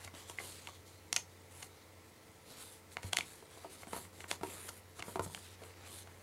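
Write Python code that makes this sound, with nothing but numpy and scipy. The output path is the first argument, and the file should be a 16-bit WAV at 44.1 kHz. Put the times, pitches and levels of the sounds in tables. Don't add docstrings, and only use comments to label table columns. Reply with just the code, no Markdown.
import sys
import numpy as np
from scipy import signal
from scipy.fft import rfft, irfft
from scipy.io import wavfile
from scipy.ndimage import uniform_filter1d

SR = 44100
rng = np.random.default_rng(int(sys.argv[2]) if len(sys.argv) > 2 else 0)


def store_pcm(level_fs):
    pcm = np.round(np.clip(level_fs, -1, 1) * 32767).astype(np.int16)
    wavfile.write(sys.argv[1], SR, np.atleast_2d(pcm).T)


N = 274302

# start in seconds, length in seconds, share of the length at which
# it is fastest, relative hiss level in dB, low body in dB, added fizz in dB, fizz centre in Hz.
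FINGER_STROKES = [(-.01, 0.11, 0.55, -59.5, 5, 1.5, 11000), (0.134, 0.19, 0.21, -57, 1.5, -2.5, 12000),
                  (.27, .11, 0.17, -57, -2.5, 2.5, 8500), (0.369, 0.31, 0.25, -53, -2.5, 0, 12500),
                  (0.612, 0.19, 0.38, -59.5, -8, -5.5, 11000), (.85, .16, .2, -63.5, -11, -2, 11000),
                  (1.283, 0.1, .3, -67, -12, -5, 11000), (1.504, 0.18, 0.74, -60.5, 1, 4.5, 10000),
                  (1.693, .19, 0.66, -66, -6, -12, 11000), (2.453, 0.18, 0.39, -59, 0.5, -1.5, 11000),
                  (2.561, .15, 0.37, -56, -2, 4.5, 12500), (2.675, 0.13, 0.42, -60, -4.5, 4, 11500),
                  (2.904, 0.06, .45, -61, -2, 3, 10000), (3.018, 0.095, 0.62, -60.5, 2, 5, 9500),
                  (3.108, 0.38, 0.58, -62.5, 2, 2.5, 9500), (3.488, 0.42, 0.15, -63, 1.5, -1.5, 11000),
                  (3.69, 0.092, 0.48, -59.5, -1.5, 2.5, 9000), (3.767, 0.093, .55, -59, 0, 1, 8500),
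                  (3.873, 0.21, 0.57, -60, 1, 7, 10900), (3.92, 0.073, 0.84, -55, 6, 8, 10800),
                  (4.12, 0.16, 0.59, -63.5, 4, 3, 9000), (4.276, 0.098, 0.38, -51.5, 1, 1, 12000),
                  (4.423, 0.22, 0.54, -57.5, 4, 6.5, 10900), (4.572, .14, 0.9, -60, 8, 8.5, 12100),
                  (4.707, .105, 0.68, -64, 1, 9, 13300), (4.945, 0.059, 0.92, -61, -3, 3.5, 9500),
                  (5.033, 0.16, 0.4, -60, 5.5, 7, 10800), (5.215, 0.054, 0.57, -56, 1.5, 9, 9400),
                  (5.259, 0.3, 0.26, -58, -9, 1, 10500), (5.385, 0.22, 0.37, -61.5, -0.5, -3.5, 10800),
                  (5.589, 0.15, .45, -65.5, 7, 3, 11000), (5.678, 0.28, 0.62, -63, 5, -11, 10700),
                  (5.847, 0.2, 0.71, -56, -2, 2.5, 13700), (6.03, 0.33, 0.8, -70, 9, 1, 11000)]
# pitch in Hz, level in dB.
RUB_COLOUR = [(100, 8), (350, 9), (900, 8), (2100, 7), (2800, 6.5), (4200, 9), (5300, 3), (7400, 7.5),
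              (8600, 7.5), (10200, 7.5), (11700, 3), (12800, -0.5), (14200, -4.5), (16000, -18)]
# pitch in Hz, share from 0 to 1.
BODY_SHARE = [(2200, 1), (3500, 0)]
# time in seconds, relative level in dB, body in dB, brightness in dB, flap pitch in Hz,
# flap ring in dB, time for the burst to fall by 60 dB in seconds, lead-in scrape in dB.
PAPER_SNAPS = [(0.049, -20.5, 3, 4, 3940, 8, 0.015, 6), (0.0753, -17, 7, -12, 2230, 12, .028, -24),
               (0.2977, -22, 8, 7.5, 3110, 17, 0.011, -30), (0.3858, -1, -10, -37, 2070, 17.5, 0.007, -28),
               (.4, -13.5, 6, -20, 2150, 10, 0.035, -12), (.6722, -8, -9, -16.5, 3220, 7, 0.008, -26),
               (0.6869, -19.5, 4.5, -20, 1115, 18, 0.019, -30), (1.128, 3, -7, -2, 5800, 10.5, 0.0078, -39),
               (1.1632, 8.5, -12.5, -6, 6100, 16.5, 0.013, -32),
               (1.1678, 1, -11.5, -21, 2550, 7, 0.011, -31), (1.6285, -9.5, -6, -6.5, 6500, 10.5, 0.02, -1),
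               (2.9693, -3.5, -2.5, -19, 2820, -3, 0.0043, -48),
               (3.0312, -13.5, 2.5, -5, 2150, 16, 0.021, -28), (3.1321, 3, 0, -4.5, 3300, 11.5, 0.011, -14),
               (3.1666, -13.5, -12, 4, 2930, 10, 0.009, -18),
               (3.17, 8.5, -13.5, -8, 2020, 14.5, 0.0072, -38), (3.1867, 0, 2, -4, 3500, 15.5, 0.0057, -16),
               (3.2083, 2, -21, -22, 2290, 11, 0.0026, -32), (3.8327, -18.5, 9, -22, 2200, 14, 0.0074, -36),
               (4.0514, -23.5, 6, -18, 2170, 12, 0.0091, -30), (4.205, -13, -2.5, -13, 2270, 5, 0.022, -26),
               (4.2412, -11.5, 2, -26, 1630, 6, .016, -34), (4.3135, 4, -1, -8, 3280, 10.5, 0.0052, -21),
               (4.6907, -13, 4.5, 1.5, 1520, 16, 0.024, -1), (4.9945, -16, 7.5, -3, 1270, 3, 0.036, -2),
               (5.004, -14, -8, -14, 2920, 11, 0.0054, -30), (5.0244, -5.5, -2, -12, 2160, 8.5, .012, -36),
               (5.348, -6, -3.5, -10, 3060, 11, 0.0051, -29),
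               (5.375, -17.5, -2, -21, 1495, 26.5, 0.0088, -30), (5.6365, -21, 2, -9, 1100, 4, 0.011, -37),
               (6.0729, -25, 8.5, -11, 1230, 2, 0.027, -32)]
# pitch in Hz, width in Hz, boost in dB.
SHEET_MODES = [(2144, 180, 5.5), (2835, 210, 6.5), (3260, 330, 3), (4360, 130, 8), (6740, 710, 3.7),
               (10100, 860, 2)]
# time in seconds, level in dB.
TABLE_THUDS = [(0.053, -50), (3.042, -37), (3.977, -48), (4.413, -50), (4.996, -46), (5.198, -41.5)]
FINGER_TAPS = [(.1406, -22, 13, 14.5, 0), (0.2976, -10, -8, -2, -19), (.412, -19, 12, 10, -13),
               (.673, -12.5, -14, -6, 0), (3.042, -19, 15, 18, 1), (3.426, -21.5, -5, 12, -9),
               (3.5744, -20.5, -1, 8, -19), (3.6461, -8.5, -12, 13.5, -21), (3.871, -16, 10.5, 9, -3),
               (3.9321, -0.5, -3.5, 4, -8), (3.9645, -5.5, -3, 5, -18), (3.985, -13.5, 7, 3, -9),
               (4.412, -11.5, 10, 1, -7), (4.4335, -0.5, -4, 10, -7.5), (5.082, -10, 8.5, 9, -20),
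               (5.1578, 2, 0, 6, -11.5), (5.1948, 6, 0, 2.5, -12.5), (5.22, -22, 1, 2, -9),
               (5.263, -11, 20, 8, -8), (5.2991, -16, 5, 4, -10), (5.619, -18.5, -23, 21, -15)]
# pitch in Hz, width in Hz, boost in dB.
TABLE_MODES = [(186.4, 30, 10.5), (305, 11, 6), (390.5, 27, 6.5), (462, 37, 5), (672, 30, 7.5),
               (725, 82, 6), (940, 97, 15.5), (1210, 55, 6), (1355, 123, 8.5)]
# time in seconds, rms level in dB.
HUM_LEVEL = [(0, -62), (.7, -63), (1.4, -63.5), (2, -66.5), (2.4, -74.5), (3, -67.5), (3.6, -70),
             (4.1, -61), (4.8, -62.5), (5.5, -60), (6.22, -61)]
# pitch in Hz, rms level in dB.
APPLIANCE_TONES = [(100, -103), (317.6, -76.5), (444, -71.5), (500.6, -79.5), (527, -76.5), (888.2, -81.5),
                   (1332, -80)]
# pitch in Hz, level in dB.
AIR_COLOUR = [(25, -47), (45, -59.5), (80, -41), (130, -46.5), (250, -50), (340, -48), (600, -52),
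              (1000, -53.5), (1550, -60.5), (2050, -53.5), (2700, -62.5), (5500, -64.5), (10000, -69),
              (15000, -69)]
# pitch in Hz, time to fall by 60 dB in seconds.
ROOM_T60 = [(150, 0.44), (600, 0.17), (2000, 0.16), (6000, 0.17), (14000, 0.13)]
# pitch in Hz, level in dB.
ROOM_COLOUR_DB = [(200, 0.5), (1000, 1.5), (2300, -4.5), (4200, -1.5), (6200, 1), (8500, 0), (15000, 7.5)]

BUFFER = 4096
BINS = np.fft.rfftfreq(BUFFER, 1 / SR)
CLOCK = np.arange(N) / SR
HUM_HZ = 91.4
TOUCH_S, LIFT_S = 0.0078, 0.016
SLOW_START_DB, SLOW_END_DB = -6.5, -10.5
ARCH = 0.99
RESTING_DB = -73.5
FIZZ_OCTAVES = 0.65
FIZZ_WITH_SPEED = 0.49
THUD_HZ, THUD_T60 = 94.4, 0.24
NAIL_FALL_DB = -10
EDGE_HZ = 15850


def gain_of(db):
    return 10 ** (np.asarray(db) / 20)


def evened(x):
    return x / np.sqrt(np.mean(x ** 2) + 1e-20)


def read(points, hz):
    f, value = np.transpose(points)
    return np.interp(np.log(hz + 1), np.log(f + 1), value)


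def add(mix, s, sound):
    part = mix[max(round(s * SR), 0):][:len(sound)]
    part += sound[:len(part)]


def wander(rate_hz):
    hz = np.fft.rfftfreq(N, 1 / SR)
    return evened(irfft(rfft(rng.standard_normal(N)) * np.exp(-(hz / rate_hz) ** 2), N))


def peak(hz, width_hz, db):
    return 10 * np.log10(1 + (gain_of(db) ** 2 - 1) / (1 + (2 * (BINS - hz) / width_hz) ** 2))


def coloured(x, db):
    log_gain = np.log(gain_of(np.r_[db, db[-2:0:-1]]))
    response = np.exp(np.conj(signal.hilbert(log_gain)))
    return signal.fftconvolve(x, np.fft.ifft(response).real)


def blow(t60, click, lead_db, lead_s):
    middle = BUFFER // 2
    t = (np.arange(BUFFER) - middle) / SR
    scrape = gain_of(lead_db) * np.exp(-abs(t) / lead_s)
    flutter = np.exp(-np.log(1000) * abs(t) / t60)
    jolt = np.where(t < 0, scrape, flutter) * rng.standard_normal(BUFFER)
    jolt /= np.linalg.norm(jolt)
    jolt[middle] += click
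    power = uniform_filter1d(abs(rfft(jolt)) ** 2, size=60)
    return coloured(jolt, -10 * np.log10(power))


def background():
    drift = 0.033 * wander(rate_hz=10.0)
    hum_gain = gain_of(np.interp(CLOCK, *np.transpose(HUM_LEVEL)))
    hum = hum_gain * np.sin(2 * np.pi * (HUM_HZ * CLOCK + drift))
    tones = np.zeros(N)
    for hz, db in APPLIANCE_TONES:
        cycles = hz * CLOCK + 0.15 * wander(rate_hz=1.8)
        tones += gain_of(db) * np.sin(2 * np.pi * cycles)
    air_gain = gain_of(read(AIR_COLOUR, np.fft.rfftfreq(N, 1 / SR)))
    air = irfft(rfft(rng.standard_normal(N)) * air_gain, N)
    return np.sqrt(2) * (hum + tones) + air


def stroke(t, start, length, crest):
    u = np.clip((t - start) / length, 0, 1)
    speeding_db = SLOW_START_DB * abs(1 - u / crest) ** ARCH
    slowing_db = SLOW_END_DB * abs((u - crest) / (1 - crest)) ** ARCH
    slow_db = np.where(u < crest, speeding_db, slowing_db)
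    contact = np.minimum((t - start) / TOUCH_S, (start + length - t) / LIFT_S)
    return gain_of(slow_db) * np.clip(contact, 0, 1)


def rubbing():
    catches_db = 2.8 * wander(rate_hz=1500)
    grit = rng.standard_normal(N) * gain_of(catches_db + 0.9 * wander(rate_hz=50))
    hz, t, spectrum = signal.stft(evened(grit), SR, nperseg=512, noverlap=384)
    power = gain_of(RESTING_DB) ** 2
    for start, length, crest, hiss, body, fizz, fizz_hz in FINGER_STROKES:
        band = np.exp(-(np.log2((hz + 1) / fizz_hz) / FIZZ_OCTAVES) ** 4)
        swell = stroke(t, start, length, crest) ** (1 + FIZZ_WITH_SPEED * band[:, None])
        level_db = hiss + body * read(BODY_SHARE, hz) + fizz * band
        power = power + (gain_of(level_db)[:, None] * swell) ** 2
    patch_shape = np.outer(np.hanning(9), np.hanning(41))
    patches = evened(signal.fftconvolve(rng.standard_normal(spectrum.shape), patch_shape, "same"))
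    colour = read(RUB_COLOUR, hz)[:, None] + 2.0 * patches
    shaped = spectrum * np.sqrt(power) * gain_of(colour)
    return signal.istft(shaped, SR, nperseg=512, noverlap=384)[1][:N]


def snapping():
    out = np.zeros(N)
    sheet = sum(peak(*mode) for mode in SHEET_MODES)
    for s, db, body, bright, flap_hz, ring_db, t60, lead_db in PAPER_SNAPS:
        colour = read([(60, body - 20), (450, body - 3.5), (1100, body + 0.76), (2400, -2.4),
                       (5500, bright - 1.5), (10000, bright - 4), (12500, bright - 17.5),
                       (15500, bright - 30)], BINS)
        taken = 0.5 * ring_db * read([(500, .5), (flap_hz, 1), (12000, .1)], BINS)
        ring = peak(flap_hz, 0.085 * flap_hz, ring_db) - taken
        jolt = blow(t60, click=0.12, lead_db=lead_db, lead_s=0.003)
        add(out, s - BUFFER / 2 / SR, coloured(jolt, db + colour + ring + sheet))
    return out


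def thudding():
    out = np.zeros(N)
    t = np.arange(SR // 2) / SR
    fade = np.exp(-np.log(1000) * t / THUD_T60)
    onset = 1 - np.exp(-t / 0.0015)
    thud = fade * onset * np.sin(2 * np.pi * THUD_HZ * t)
    for s, db in TABLE_THUDS:
        add(out, s, gain_of(db) * thud)
    return out


def tapping():
    out = np.zeros(N)
    for s, db, weight, knock, tick in FINGER_TAPS:
        bright = tick + NAIL_FALL_DB
        colour = read([(40, weight - 16), (170, weight - 3), (400, knock - 3), (850, -6.0), (1250, -9.5),
                       (2000, tick), (5500, bright), (11000, bright - 3), (16000, bright - 17)], BINS)
        jolt = blow(t60=0.03, click=0.88, lead_db=-43, lead_s=.002)
        add(out, s - BUFFER / 2 / SR, coloured(jolt, db + colour))
    return out


def table_top(taps, snaps):
    t = np.arange(BUFFER) / SR
    shudder = rng.standard_normal(BUFFER) * np.exp(-t / 0.002)
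    shaken = signal.fftconvolve(snaps, shudder / np.linalg.norm(shudder))
    felt = coloured(shaken, read([(100, -0.5), (400, -6.5), (1200, -15.5), (3000, -39)], BINS))
    return coloured(taps + felt[:N], sum(peak(*mode) for mode in TABLE_MODES))[:N]


def room(x, tail_db, echo_db, echo_s):
    hz, t, spectrum = signal.stft(rng.standard_normal(SR // 2), SR, nperseg=256)
    fade = np.exp(-np.log(1000) * t / read(ROOM_T60, hz)[:, None])
    tail = signal.istft(spectrum * fade, SR, nperseg=256)[1]
    tail *= 1 - np.exp(-np.arange(len(tail)) / SR / 0.015)
    response = gain_of(tail_db) * tail / np.linalg.norm(tail)
    echo = rng.standard_normal(size=90) * np.hanning(90)
    add(response, echo_s, gain_of(echo_db) * echo / np.linalg.norm(echo))
    return x + signal.fftconvolve(x, coloured(response, read(ROOM_COLOUR_DB, BINS)))[:N]


def scene():
    snaps = gain_of(-0.04) * snapping()
    paper = gain_of(-0.7) * rubbing() + snaps
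    table = table_top(gain_of(-4.0) * tapping(), snaps)
    paper_in_room = room(paper, tail_db=-13.0, echo_db=-20.0, echo_s=0.014)
    table_in_room = room(table, tail_db=-12, echo_db=-11.5, echo_s=.0125)
    return (paper_in_room + table_in_room + thudding() + background())[None]


def record(dry):
    low_cut = signal.butter(3, 42, "highpass", fs=SR, output="sos")
    band_limit = signal.firwin(511, EDGE_HZ, window=("kaiser", 9), fs=SR)
    return signal.oaconvolve(signal.sosfilt(low_cut, dry), band_limit[None], "same")


dry = scene()
out = record(dry)
store_pcm(out)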